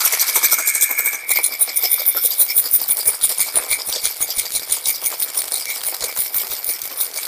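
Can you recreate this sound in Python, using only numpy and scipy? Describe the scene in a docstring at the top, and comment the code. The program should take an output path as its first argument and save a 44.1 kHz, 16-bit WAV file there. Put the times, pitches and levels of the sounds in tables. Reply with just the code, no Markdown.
"""Ice cubes and liquid in a steel cocktail shaker, shaken hard about six times a second, close up in a cafe.
The load crashes into the base and the cap in turn: a wave slaps ahead, then a shower of ice contacts
rings the steel over a splash and the tin's hollow note. The crashes loosen as the cubes break up.
After a short hitch at 1.2 s the shaker is held lower and rings with another colour.
Soft bumps from the arms and the quiet air of the room lie underneath."""
import sys
import numpy as np
from scipy import signal
from scipy.fft import rfft, irfft, next_fast_len
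from scipy.io import wavfile
from scipy.ndimage import uniform_filter1d, minimum_filter1d

SR = 44100
rng = np.random.default_rng(int(sys.argv[2]) if len(sys.argv) > 2 else 0)


def write(x):
    x = np.atleast_2d(x).T
    wavfile.write(sys.argv[1], SR, np.round(np.clip(x, -1, 1) * 32767).astype(np.int16))


N = 320607
TIME = np.arange(N) / SR
REGRIP_S = 1.22  # the grip moves from high to low

# crashes into each end: t/s, bright ice ring/dB, low wall clank/dB, splash/dB, hollow note/dB
BASE_CRASHES = [(0.06, -11.5, -21, -32.5, -40), (0.217, -16, -19.5, -35, -30),
                (0.366, -12.5, -18.5, -28.5, -25), (0.528, -13.5, -17.5, -34, -40),
                (0.683, -12.5, -22, -38.5, -29), (0.831, -12.5, -16, -38, -24),
                (0.993, -16.5, -32, -34, -21), (1.14, -24.5, -28.5, -36, -28),
                (1.314, -15, -22.5, -32, -19), (1.453, -14, -22, -41, -38), (1.622, -15, -30.5, -33, -39),
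                (1.777, -17, -34, -51, -35), (1.928, -10, -31, -40.5, -29.5), (2.087, -9, -39, -37.5, -51),
                (2.252, -10, -23.5, -41, -50), (2.412, -9, -25, -32, -49), (2.585, -8.5, -29.5, -43.5, -56),
                (2.748, -11, -27.5, -42, -39), (2.911, -14, -31, -35.5, -37.5),
                (3.082, -10.5, -27.5, -32.5, -33), (3.247, -14, -24.5, -37.5, -39),
                (3.415, -13.5, -20, -35.5, -26), (3.569, -19, -28.5, -28, -35),
                (3.726, -14.5, -24, -31, -22), (3.895, -18.5, -29.5, -32.5, -47),
                (4.055, -18, -21, -33, -30.5), (4.224, -19.5, -28, -34.5, -37),
                (4.391, -19, -23.5, -38, -28.5), (4.56, -19, -24, -37, -35.5),
                (4.724, -19, -25, -40, -35.5), (4.887, -14, -22.5, -35, -31), (5.059, -17, -27, -38.5, -33),
                (5.223, -17, -30, -41, -41), (5.384, -16.5, -29.5, -36.5, -46), (5.548, -20, -25, -40, -41),
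                (5.702, -24.5, -27, -39.5, -24.5), (5.879, -18, -29, -37, -38.5),
                (6.036, -25.5, -25, -33, -37), (6.205, -15.5, -31.5, -44, -41),
                (6.366, -16, -30.5, -39, -35.5), (6.522, -20.5, -28.5, -39.5, -40),
                (6.695, -16, -32, -42, -38), (6.849, -26, -34, -43, -41), (7.014, -16, -27.5, -41, -41.5),
                (7.183, -24, -26.5, -39, -35.5)]
CAP_CRASHES = [(0.015, -22, -24, -37, -36), (0.137, -20, -22, -33, -36), (0.282, -17, -24.5, -40, -40),
               (0.443, -13.5, -21, -27, -19.5), (0.6, -18.5, -24.5, -31.5, -35),
               (0.757, -19.5, -23, -38, -27), (0.911, -19.5, -31.5, -33.5, -38),
               (1.068, -14.5, -29.5, -33, -23), (1.226, -46, -48, -52, -52), (1.369, -16.5, -25, -37, -19),
               (1.534, -25, -28.5, -36, -30), (1.694, -32, -28, -40, -30.5), (1.846, -15, -22, -31.5, -29),
               (2.004, -21, -28, -44, -33), (2.179, -19, -30.5, -31.5, -40), (2.322, -20, -26.5, -41, -52),
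               (2.504, -18.5, -27, -48, -28), (2.662, -19.5, -28.5, -35.5, -60),
               (2.825, -22.5, -27.5, -40, -56), (2.994, -19, -29, -34.5, -40),
               (3.143, -25, -32, -34.5, -52), (3.312, -19, -25, -33, -42), (3.476, -26, -29, -36, -39),
               (3.634, -28, -32, -34.5, -37), (3.8, -32.5, -31, -33.5, -54),
               (3.955, -27.5, -23, -32.5, -53), (4.11, -28, -30.5, -41, -50),
               (4.304, -26.5, -26.5, -40, -47), (4.457, -31.5, -28, -39, -41), (4.631, -31, -35, -45, -45),
               (4.761, -24, -29, -50, -41), (4.957, -30, -31, -44, -50), (5.129, -28, -30, -32, -53),
               (5.291, -33, -34.5, -36, -46), (5.448, -29, -35, -39, -52), (5.606, -26, -29, -42, -43),
               (5.76, -26.5, -29.5, -43, -45), (5.941, -30, -34, -38, -48), (6.09, -27.5, -33, -35.5, -35),
               (6.255, -25, -32, -47, -41), (6.41, -22.5, -27, -40, -38), (6.582, -30, -31.5, -43, -59),
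               (6.758, -29, -35, -44, -40), (6.916, -33.5, -36, -43, -48), (7.086, -37, -40, -42.5, -55),
               (7.241, -28.5, -32.5, -42, -46)]
# colour of the steel cap: f/Hz, level/dB
CAP_COLOUR = [(2600, -8), (3000, -5), (3550, -3), (4100, -1), (4700, 5), (5350, 5), (6200, -6.5),
              (7400, -1), (8300, 3), (9600, 3), (11000, 1.5), (12200, 3.5), (14500, 4.5), (15400, -4)]


def ice():
    """Showers of small contacts ring the steel at both ends, with single hard hits standing out."""
    # the hardest single cubes: t/s, level/dB, low clank re the hit/dB
    hard_hits = [(0.05, -5, -5), (0.124, -8, -12), (0.196, -15, 2), (0.355, -8, -14), (0.4445, -12, 4),
                 (0.5404, -4, -4.5), (0.5857, -8, -8), (0.75, -13, -14), (0.8105, -12.5, 5),
                 (0.823, -9, -1), (0.9914, -3, -15), (1.059, -8, -16), (1.2915, -13, -14),
                 (1.388, -17, -12), (1.4402, -13, 0), (1.627, -1, -18), (1.7714, -4, -17),
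                 (2.1687, -10, -13), (2.3964, -1, -30), (2.414, 8, -17), (2.5662, 0, -38),
                 (2.7124, -9, -29), (2.728, -17, -20), (2.8157, -14, -19), (2.8874, -9, -16),
                 (2.97, -13.5, -5), (3.076, 4, -21), (3.2166, -23, 2.5), (3.253, -1, -17),
                 (3.2926, -9, -6.5), (3.386, -18, -16), (3.557, -6, -11), (3.926, -17, 3),
                 (4.3959, -2, -10.5), (4.5205, -16.5, -1), (4.7215, 3.5, -32), (4.857, -20, 8.5),
                 (5.377, -10, -16), (5.52, -17.5, 3.5), (6.0073, -26.5, 8), (6.644, -13, -10),
                 (6.817, -15, -3.5)]
    # top treble over the steel ring at each end: t/s, level/dB
    base_sizzle = [(0, 4), (.83, 3), (1.0, 16), (1.32, -1), (1.62, 0), (2.09, 10), (2.42, 2.5), (2.75, 6),
                   (3.09, -1.5), (3.5, -6), (4.05, 3), (4.73, -2), (5.06, 3.5), (5.3, -0.5), (6.2, 4.5),
                   (6.5, 13), (7.18, 2)]
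    cap_sizzle = [(0, 2), (.6, 7), (.76, -3), (.95, 13), (1.4, 15), (2.17, 15), (2.82, 10), (3.02, 0.5),
                  (3.45, 3), (3.96, -2), (4.25, 16), (4.77, -1), (5.0, 7.5), (5.6, -1), (6.1, 13),
                  (7.25, 6)]
    # colour of the base in the low grip, before and after foam builds up: f/Hz, level/dB
    base_fresh = [(2600, -19), (2900, -34), (3550, -12), (4100, -12.5), (4600, -27), (5400, -14.5),
                  (6200, -13), (7700, -18), (8700, -5), (9600, 4.5), (10600, -1), (11400, -2.5),
                  (12200, -11), (12900, -9), (14000, 2), (14800, 0), (15400, -15)]
    base_foamy = [(2600, -20.5), (2900, -24), (3550, -13), (4100, -13), (4600, -13.5), (5400, -15),
                  (6200, -15.5), (7700, -14.5), (8700, -8.5), (9500, 6), (10300, -3), (11200, -12.5),
                  (12900, -11), (14000, -1), (14800, 2), (15400, -20)]
    bands_hz = [(2700, 8000), (8000, 11500), (11500, 20000)]  # clank, ring, sizzle
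    cube_gains = amp([-1, 6, -2]) ** 2  # whole cubes on the base favour the ring
    foam = np.clip((TIME - 2.1) / 0.78, 0, 1)  # narrows and sinks the base's ring
    contacts = random_times(per_s=620)
    tick = burst(attack_s=0.00016, decay_s=0.00017, tail_db=-12.5, tail_s=0.0029)
    clack = burst(attack_s=0.00062, decay_s=0.00033, tail_db=-19, tail_s=0.0025)
    base = end_powers(BASE_CRASHES, base_sizzle, clack, rise_s=0.0085, fall_s=0.0088, cube_count=3)
    cap = end_powers(CAP_CRASHES, cap_sizzle, clack, rise_s=0.0091, fall_s=0.012, cube_count=2)
    hit_s, hit_db, clank_db = np.transpose(hard_hits)
    hit_clank = impulses(hit_s, amp(hit_db + clank_db) ** 2)
    hit_ring = impulses(hit_s, amp(hit_db) ** 2)
    hits = band_powers(hit_clank, hit_ring, base_sizzle)
    out = np.zeros(N)
    for band, edges_hz in enumerate(bands_hz):
        base_swell, base_cubes = base[band]
        cap_swell, cap_cubes = cap[band]
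        grain = shower(contacts, tick, scatter_db=7, even_s=0.021)
        at_base = grain * base_swell + cube_gains[band] * base_cubes + convolve(hits[band], clack)
        out += steel(at_base * (1 - foam), base_fresh, *edges_hz)
        out += steel(at_base * foam, base_foamy, *edges_hz)
        out += steel(grain * cap_swell + cap_cubes, CAP_COLOUR, *edges_hz)
    return out


def end_powers(crashes, sizzle, clack, rise_s, fall_s, cube_count):
    """Power at one end, band by band: the swell of the showers and the whole cubes landing in them."""
    crash_s, ring_db, clank_db = np.transpose(crashes)[:3]
    clank_swell = crash_power(crash_s, clank_db, rise_s, fall_s)
    ring_swell = crash_power(crash_s, ring_db, rise_s, fall_s)
    swells = band_powers(clank_swell, ring_swell, sizzle)
    cubes = strays(crash_s, ring_db - 1, spread_s=0.00737, spread_db=1.8, count=cube_count)
    clank_ratio = amp(np.interp(TIME, crash_s, clank_db - ring_db)) ** 2
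    cube_bands = band_powers(cubes * clank_ratio, cubes, sizzle)
    return [(swell, convolve(hits, clack)) for swell, hits in zip(swells, cube_bands)]


def band_powers(clank, bright, sizzle):
    """Power in the low, middle and top steel modes; the sizzle splits the bright part in two."""
    ratio = amp(curve(sizzle)) ** 2
    return clank, bright / (1 + ratio), bright * ratio / (1 + ratio)


def crash_power(times, level_db, rise_s, fall_s):
    """Each crash swells as the load arrives and thins as it settles, more slowly as the cubes break up."""
    loosening_per_s, steepness = 0.13, 1.736
    power = np.zeros(N)
    for s, db in zip(times, level_db):
        near = slice(max(int(s * SR) - SR // 5, 0), int(s * SR) + SR // 5)
        t = (TIME[near] - s) / (1 + loosening_per_s * s)
        from_peak = t / np.where(t < 0, rise_s, fall_s)
        power[near] += amp(db) ** 2 * np.exp(steepness * (1 - np.hypot(1, from_peak)))
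    return power


def steel(power, low_grip, lo_hz, hi_hz):
    """Contacts excite one band of the shaker's modes."""
    # colour of both ends in the high grip: f/Hz, level/dB
    high_grip = [(2600, -15), (2900, -26), (3400, -6.5), (4000, -4.5), (4600, -13), (5300, -4), (5850, 5.5),
                 (6700, -1), (7300, 0), (8400, -1), (9600, -3), (11000, -10.5), (12100, -7), (13600, -3.5),
                 (15400, -21)]
    return gripped(contact_noise(power, patchy_db=4), high_grip, low_grip, lo_hz, hi_hz)


def gripped(drive, high_grip, low_grip, lo_hz=1, hi_hz=SR):
    """The way the shaker is held sets its colour."""
    held_high = TIME < REGRIP_S
    before = convolve(drive * held_high, body(high_grip, lo_hz, hi_hz))
    after = convolve(drive * ~held_high, body(low_grip, lo_hz, hi_hz))
    return before + after


def clinks():
    """Cubes that chatter on one spot of the wall bring out a single steel mode."""
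    # chattering cubes: t/s, f/Hz, level/dB
    chatters = [(0.591, 8010, -30), (0.746, 8350, -18), (0.986, 8010, -24), (1.056, 8310, -18.5),
                (1.439, 4130, -27), (1.844, 5170, -18.5), (2.169, 5380, -28), (2.311, 4780, -25.5),
                (2.496, 5340, -22.5), (2.652, 4870, -26), (2.999, 4910, -27), (3.229, 3490, -27.5),
                (3.239, 8700, -19), (3.564, 8790, -21), (3.71, 4090, -40), (3.923, 4680, -24.5),
                (4.216, 6590, -23), (4.296, 4780, -27.5), (4.452, 4650, -29), (4.546, 4090, -25)]
    return rough_notes(chatters, swell_s=0.0083, width_hz=260, glide=0)


def singing_wall():
    """Countless small touches keep a few lightly damped wall modes ringing; the grip decides which."""
    # the ring between crashes, until foam damps it: t/s, level/dB
    ring_level = [(0, -45), (.45, -38), (.65, -28), (1.15, -34.5), (1.24, -49), (1.35, -43), (1.9, -27.5),
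                  (2.3, -30.5), (2.7, -66), (3.3, -38), (4, -40), (7.27, -56)]
    # long wall modes in each grip: f/Hz, width/Hz, level/dB
    high_grip = [(3920, 400, -22), (6100, 250, -10), (6660, 210, 6), (8320, 290, 11), (12500, 400, -9)]
    low_grip = [(3570, 220, -2.5), (5300, 790, -3.5), (12500, 440, 8)]
    t = np.arange(SR // 40) / SR
    touch = burst(attack_s=0.00014, decay_s=0.00071, tail_db=-51, tail_s=0.0035)
    touches = np.sqrt(shower(random_times(per_s=590), touch, scatter_db=2.5, even_s=0.1))
    out = np.zeros(N)
    for modes, held in ((high_grip, TIME < REGRIP_S), (low_grip, TIME >= REGRIP_S)):
        ring = np.zeros(len(t))
        for hz, width_hz, db in modes:
            envelope = width_hz ** 1.5 * t * np.exp(-1.5 * np.pi * width_hz * t)
            ring += amp(db) * envelope * np.sin(2 * np.pi * hz * t)
        out += convolve(held * touches * rng.standard_normal(N), ring / np.linalg.norm(ring))
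    return amp(curve(ring_level)) * out


def swirling_chips():
    """Between the crashes, small chips keep ticking along the wall."""
    chip = burst(attack_s=0.0001, decay_s=0.00036, tail_db=-18, tail_s=0.0052)
    grain = shower(random_times(per_s=420), chip, scatter_db=3.8, even_s=0.04)
    level_db = -41 - 3.5 * swing(lag_s=0.0099)
    return amp(level_db) * convolve(contact_noise(grain, patchy_db=1), body(CAP_COLOUR, lo_hz=2700))


def shards():
    """Broken-off pieces click on the wall one by one, dry and broad."""
    # strength of the clicks: t/s, level/dB
    click_level = [(0, -21), (.55, -28), (1.2, -47), (1.6, -37), (3.0, -25.5), (4.0, -28), (5.5, -22),
                   (7.27, -27.5)]
    times = random_times(per_s=45)
    size_db = 4.4 * np.clip(rng.standard_normal(len(times)), -2, 1.5)
    click = burst(attack_s=0.00044, decay_s=0.00079, tail_db=-29, tail_s=0.003)
    power = amp(curve(click_level)) ** 2 * convolve(impulses(times, amp(size_db) ** 2), click)
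    wall = body([(250, -16.5), (500, -4.5), (1400, -4.5), (2900, -5),
                 (4200, 1), (6500, -3), (9500, 1), (15000, -3.5)])
    return convolve(contact_noise(power, patchy_db=2.5), wall)


def hollow_tin():
    """The rattling keeps the tin's hollow resonance sounding; it flares just after each crash."""
    # the hollow note between crashes: t/s, level/dB
    bed_level = [(0, -35), (.3, -34.5), (.55, -27.5), (.72, -25.5), (1.05, -27.5), (1.35, -37.5),
                 (1.6, -40), (1.95, -36), (2.3, -43.5), (2.7, -52), (3.4, -45), (4.0, -48), (7.27, -50)]
    # its colour in each grip: f/Hz, level/dB
    high_grip = [(900, -43), (1330, -13), (1520, -13), (1730, -3.5), (1950, -22), (2150, 3.5), (2300, 8),
                 (2420, -1), (2550, -20), (2800, -24), (3600, -35)]
    low_grip = [(1500, -42), (1800, -18), (2000, -5), (2170, 6.5), (2330, 9.5), (2430, -2), (2560, -20),
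                (2900, -73), (3600, -41.5)]
    crash_s, *_, hollow_db = np.vstack([BASE_CRASHES, CAP_CRASHES]).T
    bed = amp(curve(bed_level) + swing(lag_s=0.013)) ** 2
    flares = crash_power(crash_s + 0.0052, hollow_db, rise_s=0.0084, fall_s=0.009)
    knock = burst(attack_s=0.00026, decay_s=0.0044, tail_db=-2, tail_s=0.004)
    grain = shower(random_times(per_s=570), knock, scatter_db=4.5, even_s=0.016)
    return gripped(contact_noise((bed + flares) * grain, patchy_db=1, frame=512), high_grip, low_grip)


def liquid():
    """A wave slaps the wall ahead of every crash, then the drink splashes with the ice."""
    # the loudest slaps on the wall: t/s, level/dB
    big_slaps = [(0.13, -22.5), (0.2876, -22.5), (0.3578, -17), (0.528, -27), (0.5847, -25.5),
                 (0.7499, -24.5), (0.9056, -21), (1.1314, -22), (1.3585, -21.5), (1.3876, -19),
                 (1.677, -19.5), (1.827, -34), (1.98, -26), (2.1485, -19), (2.655, -27), (2.8162, -24),
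                 (3.4837, -24), (3.587, -18.5), (3.665, -23.5), (3.942, -33), (4.289, -29), (4.6183, -28),
                 (4.7687, -23), (5.0236, -26.5), (5.519, -25), (5.762, -24), (5.924, -25), (6.027, -28),
                 (6.4335, -20), (6.906, -25)]
    # colour of the sloshing drink: f/Hz, level/dB
    colour = [(71, -48), (120, -30), (150, -25), (280, -8.5), (487, 1), (581, -1.5), (638, 0.5), (685, 0),
              (953, -2), (1050, -2.5), (1360, -4), (1490, -8), (2000, -6), (2600, -8), (4400, -120)]
    wave_lead_s = 0.018
    crash_s, _, _, splash_db, _ = np.vstack([BASE_CRASHES, CAP_CRASHES]).T
    slap_s, slap_db = np.transpose(big_slaps)
    drop = burst(attack_s=0.00026, decay_s=0.00095, tail_db=-6.5, tail_s=0.0032)
    drops = shower(random_times(per_s=300), drop, scatter_db=6.5, even_s=0.015)
    splash = drops * (crash_power(crash_s, splash_db, rise_s=0.0067, fall_s=0.0056) + amp(-45.5) ** 2)
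    waves = strays(crash_s - wave_lead_s, splash_db + 3, spread_s=0.006, spread_db=1.5, count=1)
    waves += impulses(slap_s, amp(slap_db) ** 2)
    slaps = convolve(waves, burst(attack_s=0.00037, decay_s=0.00032, tail_db=-20.5, tail_s=0.011))
    return convolve(contact_noise(splash + slaps, patchy_db=2.5), body(colour))


def gulps():
    """Trapped air rings low and rises a little as the pocket closes."""
    # air pockets in the drink: t/s, f/Hz, level/dB
    pockets = [(0.361, 943, -28), (0.521, 1340, -26), (0.579, 1370, -25.5), (0.591, 655, -32),
               (1.842, 729, -30.5), (1.997, 560, -32.5), (2.145, 572, -31.5), (2.169, 1357, -28.5),
               (2.241, 489, -31), (3.083, 470, -33.5), (3.566, 630, -25.5), (3.955, 540, -30.5),
               (6.034, 484, -31)]
    return rough_notes(pockets, swell_s=0.0064, width_hz=133, glide=0.54)


def opening_hiss():
    """A broad, grainy hiss pulses with the opening strokes and fades by 0.9 s."""
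    # fade of the hiss: t/s, level/dB
    hiss_level = [(0, -24.5), (.2, -23.5), (.45, -26), (.6, -35), (.78, -41), (.9, -60), (1.2, -70)]
    # its broad colour: f/Hz, level/dB
    colour = [(300, -43), (700, -11), (1000, -3.5), (1350, -1), (1550, -6), (1850, -3), (2100, 2.5),
              (2800, -7.5), (3600, -4.5), (5000, 2), (6500, -9), (11000, -1), (15000, -11)]
    level_db = curve(hiss_level) + 2.5 * swing(lag_s=0.004)
    tick = burst(attack_s=0.00013, decay_s=0.00043, tail_db=-14.5, tail_s=0.0042)
    grain = shower(random_times(per_s=490), tick, scatter_db=2, even_s=0.028)
    return amp(level_db) * convolve(contact_noise(grain, patchy_db=3.5), body(colour))


def arm_bumps():
    """Soft low pushes as the shaker is stopped and thrown back, just before each crash into the base."""
    # how hard the arms stop the shaker: t/s, level/dB
    stop_level = [(0, -64), (1.1, -62), (1.3, -50.5), (1.8, -58), (2.4, -46.5), (3.2, -43), (4.55, -42),
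                  (5.0, -52), (5.7, -58), (6.05, -44), (6.7, -46.5), (6.9, -60)]
    stop_s = np.transpose(BASE_CRASHES)[0] - 0.025
    stops = impulses(stop_s, amp(curve(stop_level, at=stop_s)) ** 2)
    power = convolve(stops, burst(attack_s=0.0097, decay_s=0.011, tail_db=-22, tail_s=0.033))
    thud = body([(20, -7.0), (55, 2.5), (110, -6.5), (220, -8.5), (500, -24), (1500, -84)])
    return np.sqrt(np.abs(power)) * unit(convolve(rng.standard_normal(N), thud))


def room_reverb(x):
    """A short diffuse answer of the walls, 5 ms late; the mids ring longest."""
    # decay of the room: f/Hz, t60/s
    decay = [(200, 0.054), (2000, 0.21), (8000, 0.13), (15000, 0.19)]
    hz, t, spectra = signal.stft(rng.standard_normal(SR // 2), SR, nperseg=256)
    fade = amp(-60 * t / along(decay, hz)[:, None])
    tail = signal.istft(spectra * fade, SR, nperseg=256)[1]
    return convolve(x, np.pad(tail / np.linalg.norm(tail), (SR // 200, 0)))


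def cafe_air():
    """The quiet steady air of the room."""
    # room tone: f/Hz, level/dB
    colour = [(25, -9), (55, -12), (90, 2), (200, -0.5), (500, -12), (1500, 8), (4000, 2), (15000, -32)]
    return amp(-50) * unit(convolve(rng.standard_normal(N), body(colour)))


def rough_notes(rows, swell_s, width_hz, glide):
    """Short rough notes: one resonance is struck again and again, swells and dies."""
    t = np.arange(SR // 10) / SR
    envelope = t / swell_s * np.exp(1 - t / swell_s)
    pole = np.exp(-np.pi * width_hz / SR)
    out = np.zeros(N + len(t))
    for (s, hz, db), kicks in zip(rows, rng.standard_normal((len(rows), 2, len(t)))):
        flutter = signal.lfilter([1], np.poly([pole, pole]), kicks[0] + 1j * kicks[1])
        note = envelope * np.real(flutter * np.exp(2j * np.pi * hz * t * (1 + glide * t)))
        out[round(s * SR):][:len(t)] += amp(db) * note * np.linalg.norm(envelope) / np.linalg.norm(note)
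    return out[:N]


def swing(lag_s):
    """The beat of the shaking: 1 just after each crash, -1 while the load is in flight."""
    crash_s = np.sort(np.vstack([BASE_CRASHES, CAP_CRASHES])[:, 0])
    return np.cos(2 * np.pi * np.interp(TIME - lag_s, crash_s, np.arange(len(crash_s))))


def burst(attack_s, decay_s, tail_db, tail_s):
    """Power of one contact over time, peak 1: a quick burst and a tail."""
    t = np.arange(SR // 8) / SR
    onset = (1 - np.exp(-t / attack_s)) ** 2
    power = onset * (np.exp(-t / decay_s) + amp(tail_db) ** 2 * np.exp(-t / tail_s))
    return power / power.max()


def shower(times, shape, scatter_db, even_s):
    """Power of many contacts of random size, evened to a local mean of 1."""
    sizes = amp(scatter_db * rng.standard_normal(len(times))) ** 2
    power = np.abs(convolve(impulses(times, sizes), shape))
    local_mean = np.abs(uniform_filter1d(power, max(int(even_s * SR), 1)))
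    return power / (local_mean + 1e-6)


def strays(times, level_db, spread_s, spread_db, count):
    """Power of a few single contacts scattered around each given time."""
    when, size = rng.standard_normal((len(times), 2, count)).transpose(1, 2, 0)
    return impulses((times + spread_s * when).ravel(), amp(level_db + spread_db * size).ravel() ** 2)


def contact_noise(power, patchy_db, frame=256):
    """Noise of the given power whose colour keeps shifting, as cubes land on new spots."""
    spectra = signal.stft(rng.standard_normal(N), nperseg=frame)[2]
    patches = uniform_filter1d(rng.standard_normal(spectra.shape), size=4, axis=0)
    patches = uniform_filter1d(patches, size=12, axis=1)
    noise = signal.istft(spectra * amp(patchy_db * unit(patches)), nperseg=frame)[1][:N]
    return np.sqrt(np.abs(power)) * unit(noise)


def body(colour, lo_hz=1, hi_hz=SR, size=4096, order=24):
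    """Impulse response of energy 1 with a colour (f/Hz, level/dB) between two band edges."""
    hz = np.fft.rfftfreq(size, 1 / SR) + 1
    gain = amp(along(colour, hz)) / np.sqrt((1 + (lo_hz / hz) ** order) * (1 + (hz / hi_hz) ** order))
    cepstrum = irfft(np.log(np.maximum(gain, 1e-5)))
    cepstrum[1:size // 2] *= 2  # minimum phase: nothing rings ahead of the hit
    cepstrum[size // 2 + 1:] = 0
    response = irfft(np.exp(rfft(cepstrum)))
    return response / np.linalg.norm(response)


def random_times(per_s):
    return TIME[rng.random(N) < per_s / SR]


def impulses(times, sizes):
    return np.bincount(np.clip(np.round(times * SR).astype(int), 0, N - 1), sizes, N)


def curve(points, at=TIME):
    """Points (t/s, value) joined by straight lines."""
    return np.interp(at, *np.transpose(points))


def along(points, hz):
    """Points (f/Hz, value) joined on a log frequency axis."""
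    point_hz, values = np.transpose(points)
    return np.interp(np.log(hz + 1), np.log(point_hz + 1), values)


def convolve(x, response):
    return signal.oaconvolve(x, response)[:N]


def amp(db):
    return 10 ** (np.asarray(db) / 20)


def unit(x):
    return x / np.sqrt(np.mean(x ** 2) + 1e-20)


def scene():
    """The shaker up close with a touch of room, over the bumps and the cafe air, in mono."""
    rattle = ice() + clinks() + singing_wall() + swirling_chips() + shards() + hollow_tin()
    shaker = rattle + liquid() + gulps() + opening_hiss()
    return (shaker + amp(-14.5) * room_reverb(shaker) + arm_bumps() + cafe_air())[None]


def record(dry):
    """A fast limiter holds the hardest hits near full scale; a steep cut takes off the very top."""
    ceiling, top_hz = 0.93, 15520
    gain = minimum_filter1d(ceiling / np.maximum(np.abs(dry), ceiling), size=64)
    limited = dry * uniform_filter1d(uniform_filter1d(gain, size=32), size=32)
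    size = next_fast_len(N + SR // 4)
    passband = np.fft.rfftfreq(size, 1 / SR) < top_hz
    return irfft(rfft(limited, size) * passband, size)[:, :N]


dry = scene()
out = record(dry)
write(out)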